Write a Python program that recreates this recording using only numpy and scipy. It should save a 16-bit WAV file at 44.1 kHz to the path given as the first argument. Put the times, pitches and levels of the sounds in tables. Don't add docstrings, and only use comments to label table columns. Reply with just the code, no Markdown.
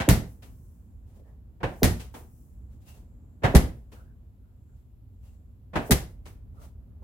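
import sys
import numpy as np
from scipy import signal
from scipy.fft import rfft, irfft, next_fast_len
from scipy.io import wavfile
from scipy.ndimage import map_coordinates

SR = 44100
rng = np.random.default_rng(int(sys.argv[2]) if len(sys.argv) > 2 else 0)


def master_out(mix):
    frames = np.transpose(np.atleast_2d(mix))
    ceiling = np.clip(frames, -1, 1)
    pcm = np.round(ceiling * 32767).astype(np.int16)
    wavfile.write(sys.argv[1], SR, pcm)


N = 310419

# start_s, level_db, treble_db, knock_hz
DROPS = [(.421, -30.5, -1, 2726), (1.995, -24, 4, 2874), (2.139, -20.5, -9, 870),
         (3.917, -30.5, -5.5, 2880), (6.254, -27.5, -2, 2320)]


def slams():
    # airborne_arrival_s, level_db, bass_db, treble_db, corner_echo_db, distance_m
    hits = [(0.0888, 8.5, -6.5, -0.5, -4, 6.3), (1.832, 7.5, -6, 0, -1, 7.4), (3.5503, 9, -5.5, -4.5, 9, 6),
            (5.9088, 3, -9.5, 2, 11.5, 9.4)]
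    # frequency_hz, density_db
    spectrum = [(15, -41.5), (25, -12), (64, 1.5), (170, -6), (256, -15), (309, -18), (818, -28),
                (1040, -32.5), (2000, -32), (2410, -35.5), (2840, -35.5), (8830, -38.5), (11900, -34.5),
                (16000, -44.5)]
    sound_m_per_s = 343
    out = np.zeros((2, N))
    for s, db, bass_db, treble_db, corner_db, metres in hits:
        add(out, s, blow(spectrum, db, bass_db, treble_db, knock_hz=1980, knock_db=2.5,
                         contact_s=.0005, direct_db=3, corner_db=corner_db))
        add(out, s, air_modes(db + bass_db - 18.5))
        add(out, s - metres / sound_m_per_s, slab_wave(db + 16, metres))
    return out


def blow(spectrum, db, bass_db, treble_db, knock_hz, knock_db, contact_s,
         rise_s=1 / SR, direct_db=0, corner_db=0):
    # delay_s, level_db, left_minus_right_db
    walls = [(.0024, -4, 3.5), (.009, -6, -2), (0.011, -6, 2.5), (0.019, -5, 1.5), (0.026, -10, -4.5)]
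    heard = pavilion(corner_db)
    t = np.arange(SR // 10) / SR
    for delay, path_db, pan_db in [(0.00024, direct_db, 0.0031)] + walls:
        puff = rng.standard_normal((2, len(t))) * np.exp(-t / contact_s)
        puff = signal.lfilter([1, -1], [1, -.95], puff / np.linalg.norm(puff[0]))
        puff[:, 0] += .6
        add(heard, delay, amp(path_db + pan_db * np.array([[.5], [-.5]])) * puff)
    heard *= 1 - np.exp(-(1 + np.arange(heard.shape[1])) / SR / rise_s)
    tilt = [(120, bass_db), (700, 0.005), (6000, treble_db)]
    knock = lambda hz: knock_db * np.exp(-(np.log((hz + 1) / knock_hz) / .16) ** 2)
    colour = minimum_phase(lambda hz: along(spectrum, hz) + along(tilt, hz) + knock(hz))
    return amp(db) * signal.fftconvolve(heard, colour[None], axes=1)


def slab_wave(db, metres):
    # frequency_hz, gain_db
    slab = [(20, -16.5), (60, 5), (200, 4), (450, -4.5), (800, -20.5), (1500, -60.5), (3000, -120)]
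    speed_at_1_hz = 13
    kick = np.zeros(SR // 4)
    kick[0] = amp(db)
    path = lambda hz, m: np.exp(-2j * np.pi * m * np.sqrt(hz) / speed_at_1_hz)
    edge_echo = lambda hz: -1.2 * path(hz, 1.3 * metres)
    return filtered(kick, lambda hz: amp(along(slab, hz)) * (path(hz, metres) + edge_echo(hz)))


def air_modes(db):
    # frequency_hz, level_db, t60_s
    modes = [(59.4, -5, 0.63), (75.5, -3, 0.073), (112, 1, 0.23), (137, -5.5, 0.3), (255, -5, 0.19)]
    t = np.arange(SR // 2) / SR
    drive_db = lambda hz: along([(60, -2), (110, 0.0065)], hz) + rng.normal(0, 1.1)
    ring = sum(amp(level + drive_db(hz) - 60 * t / t60) * np.sin(2 * np.pi * hz * t)
               for hz, level, t60 in modes)
    return -amp(db) * ring * (1 - np.exp(-t / 0.0036))


def pavilion(corner_db, wet_db=9, build_s=0.0082, corner_s=0.018):
    # frequency_hz, t60_s
    roof = [(50, 0.36), (120, 0.37), (400, 0.35), (1500, 0.3), (5000, 0.28), (12000, 0.26)]
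    hz, t, bands = signal.stft(noise_pair(SR // 2), SR, nperseg=256)
    tail = signal.istft(bands * amp(-60 * t / along(roof, hz)[:, None]), SR, nperseg=256)[1]
    open_side = lambda hz: amp(along([(100, -3.0), (400, -2.5)], hz))
    tail = filtered(tail, open_side)
    t = np.arange(tail.shape[1]) / SR
    tail *= amp(wet_db) * (1 - np.exp(-t / build_s)) / np.linalg.norm(tail[0])
    return tail * (1 + amp(corner_db) * np.exp(-(t / corner_s) ** 2))


def boots():
    # start_s, level_db, treble_db, rise_s
    landings = [(.001, -7, 7.5, 0.00042), (1.603, -24.5, -14, 0.002), (1.631, -4.5, -6, .0005),
                (3.419, -17.5, -12, 0.0081), (3.434, 0.5, -4.5, 0.0023), (3.444, -2.5, 0, 0.0011),
                (5.731, -16, -6.5, 0.006), (5.755, -1, -4.5, 0.0011)]
    # frequency_hz, density_db
    spectrum = [(24, -34), (40, -9.5), (127, -5), (402, -15), (715, -13), (1300, -22.5), (1590, -20.5),
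                (1950, -23.5), (2700, -25.5), (4930, -39.5), (16000, -53)]
    out = np.zeros((2, N))
    for s, db, treble_db, rise_s in landings:
        add(out, s, blow(spectrum, db, bass_db=-2, treble_db=treble_db, knock_hz=1680, knock_db=3,
                         contact_s=0.0017 + 0.7 * rise_s, rise_s=rise_s, corner_db=3.5))
    return out


def drops():
    # frequency_hz, density_db
    spectrum = [(88, -38), (150, -9), (466, -8), (555, -14), (689, -13.5), (871, -14), (1600, -17.5),
                (11300, -28), (16000, -37)]
    out = np.zeros((2, N))
    for s, db, treble_db, knock_hz in DROPS:
        add(out, s, blow(spectrum, db, bass_db=-2.5, treble_db=treble_db, knock_hz=knock_hz,
                         knock_db=3.5, contact_s=.01, rise_s=0.0028, corner_db=-6.5))
    return out


def rubbing():
    # peak_s, level_db, dull_part_db, rise_s
    scuffs = [(1.101, -72.5, 1.5, 0.039), (1.171, -71, 2, 0.026), (1.29, -78, 12.5, 0.04),
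              (1.985, -57, -10, 0.03), (2.732, -72, -25, 0.03), (2.827, -68.5, -18.5, .015),
              (2.891, -55, -17, 0.027), (2.971, -65.5, 1, 0.035), (3.988, -71.5, 5, 0.045),
              (4.78, -78, -4, 0.033), (5.26, -67, -3, 0.033), (5.34, -77.5, -14, 0.019),
              (6.58, -73, 8, 0.041), (6.635, -57.5, -1, 0.025), (7.03, -70.5, 17.5, 0.008)]
    # peak_s, level_db
    slides = [(1.65, -59), (3.46, -54), (5.768, -55)]
    # frequency_hz, density_db
    rub = [(290, -38), (500, -10.5), (1190, -15.5), (1950, -15.5), (2810, -16.5), (4800, -18.5),
           (14700, -16), (16000, -15)]
    leather = [(200, 5), (450, 9.5), (900, 5.5), (1500, -11), (2200, -14), (4000, -58.5)]
    slide_dull_db = -4
    strokes = [(amp(db) * swell(s, rise, 1.1 * rise), dull_db) for s, db, dull_db, rise in scuffs]
    strokes += [(amp(db) * swell(s, rise_s=.015, fall_s=0.1), slide_dull_db) for s, db in slides]
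    bright = sum(stroke for stroke, _ in strokes)
    dull = sum(amp(dull_db) * stroke for stroke, dull_db in strokes)
    flutter = amp(0.6 * wobble(80))
    return flutter * (bright * noise(rub) + dull * noise(leather))


def sand():
    # peak_s, level_db, rise_s
    shifts = [(0.3, -61, 0.054), (.62, -67.5, 0.18), (1.791, -60.5, 0.05), (2.38, -66, .13),
              (3.748, -71, 0.06), (5.874, -49.5, 0.022), (6.1, -68, .035)]
    # frequency_hz, density_db
    grit = [(3000, -38), (5500, -8.5), (7500, -6.5), (11000, -3), (16000, -1)]
    moving = sum(amp(db) * swell(s, rise, 0.83 * rise) for s, db, rise in shifts)
    settling = sum(amp(db - 32) * swell(s + .025, rise_s=.022, fall_s=.0374) for s, db, *_ in DROPS)
    return (moving + settling) * noise(grit)


def faint_chirps():
    # peak_s, pitch_hz, level_db
    tones = [(1.2, 479, -57), (1.28, 1780, -73), (1.29, 499, -65), (2.895, 2750, -63), (3.981, 1400, -60),
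             (4.083, 1560, -71.5), (4.467, 1402, -80), (4.71, 1480, -77), (5.27, 2780, -74.5),
             (6.605, 1270, -59.5)]
    t = np.arange(N) / SR
    out = np.zeros((2, N))
    for s, hz, db in tones:
        envelope = amp(db) * swell(s, rise_s=0.034, fall_s=0.032)
        fuzz = np.array([wobble(470), wobble(300)])
        out += envelope * np.sin(2 * np.pi * hz * t) * fuzz
    return out


def traffic():
    # time_s, rumble_db, drone_db
    levels = [(0, -49.5, -57.5), (1.2, -48.5, -61.5), (3.3, -48, -59.5), (4.899, -49.5, -64.5),
              (5.7, -50.5, -62.5), (6.2, -44.5, -60.5), (7.04, -47, -59.5)]
    # frequency_hz, density_db
    rumble_spectrum = [(12, -62), (20, -27.5), (46, 1.5), (70, 1.5), (130, -8.5), (162, -27), (250, -24.5),
                       (320, -38.5), (550, -120)]
    drone_spectrum = [(88, -43.5), (150, -8.5), (240, -9), (300, -18), (646, -30), (1420, -39.5),
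                      (2500, -53), (3250, -83), (5500, -120)]
    s, rumble_db, drone_db = np.transpose(levels)
    t = np.arange(N) / SR
    rumble = amp(np.interp(t, s, rumble_db) + 1.5 * wobble(7)) * noise(rumble_spectrum)
    drone = amp(np.interp(t, s, drone_db) + 0.27 * wobble(9)) * noise(drone_spectrum)
    return rumble + drone


def insects():
    # time_s, level_db
    levels = [(0, -91.5), (0.9, -86.5), (1.4, -94), (2.4, -85.5), (3.201, -85), (4.45, -95), (4.75, -84),
              (5, -99.5), (5.3, -82), (5.6, -95), (7.04, -96.5)]
    # frequency_hz, density_db
    wings = [(5000, -58), (6500, -8), (7500, 1.5), (8300, -11), (10000, -61.5)]
    s, db = np.transpose(levels)
    return amp(np.interp(np.arange(N) / SR, s, db)) * noise(wings)


def noise_pair(size):
    # frequency_hz, left_right_correlation
    coherence = [(60, .93), (130, .87), (290, 0.86), (640, 0.69), (1400, -0.1), (4000, 0.065),
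                 (15000, -0.43)]
    angle = lambda hz: np.arccos(np.clip(along(coherence, hz), -1, 1)) / 2
    weights = lambda hz: np.array([np.cos(angle(hz)), np.sin(angle(hz))])
    mid, side = filtered(rng.standard_normal((2, size)), weights)
    return np.array([mid + side, mid - side])


def noise(spectrum):
    x = filtered(noise_pair(N), lambda hz: amp(along(spectrum, hz)))
    return x / np.std(x)


def wobble(knots_per_s):
    knots = rng.standard_normal(int(N * knots_per_s / SR) + 4)
    return map_coordinates(knots, [np.arange(N) * knots_per_s / SR])


def swell(peak_s, rise_s, fall_s):
    t = np.arange(N, dtype=np.float32) / SR - peak_s
    return np.where(t < 0, np.exp(-(t / rise_s) ** 2), 1 / np.cosh(np.clip(t / fall_s, 0, 50)))


def minimum_phase(colour_db):
    magnitude = amp(colour_db(np.fft.rfftfreq(8192, 1 / SR)))
    cepstrum = irfft(np.log(magnitude + 1e-6))
    cepstrum[1:4096] *= 2
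    cepstrum[4097:] = 0
    impulse = irfft(np.exp(rfft(cepstrum)))
    return impulse / np.linalg.norm(impulse)


def filtered(x, response):
    size = next_fast_len(x.shape[-1] + 8192)
    return irfft(rfft(x, size) * response(np.fft.rfftfreq(size, 1 / SR)), size)[..., :x.shape[-1]]


def along(points, hz):
    knots_hz, values = np.transpose(points)
    return np.interp(np.log(hz + 1), np.log(knots_hz + 1), values)


def amp(db):
    return 10 ** (np.asarray(db) / 20)


def add(out, start_s, x):
    part = out[:, round(start_s * SR):][:, :x.shape[-1]]
    part += x[..., :part.shape[1]]


def scene():
    return slams() + boots() + drops() + rubbing() + faint_chirps() + sand() + traffic() + insects()


def record(dry, hiss_db=-80, ceiling=.95, top_hz=16000):
    # frequency_hz, density_db
    hiss = [(900, -29.5), (1500, -8.5), (2700, -5), (5500, -12), (9000, -13.5), (12000, -2.5),
            (15200, -4.5), (16400, -13.5)]
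    # frequency_hz, left_minus_right_db
    imbalance = [(60, -0.03), (300, -2.5), (1000, -1.5), (4000, 1.5), (8000, 5), (14000, -1)]
    sides = np.array([[.5], [-.5]])
    x = filtered(dry + amp(hiss_db) * noise(hiss), lambda hz: amp(sides * along(imbalance, hz)))
    x = x / (1 + np.abs(x / ceiling) ** 4) ** (1 / 4)
    return filtered(x, lambda hz: hz < top_hz)


dry = scene()
out = record(dry)
master_out(out)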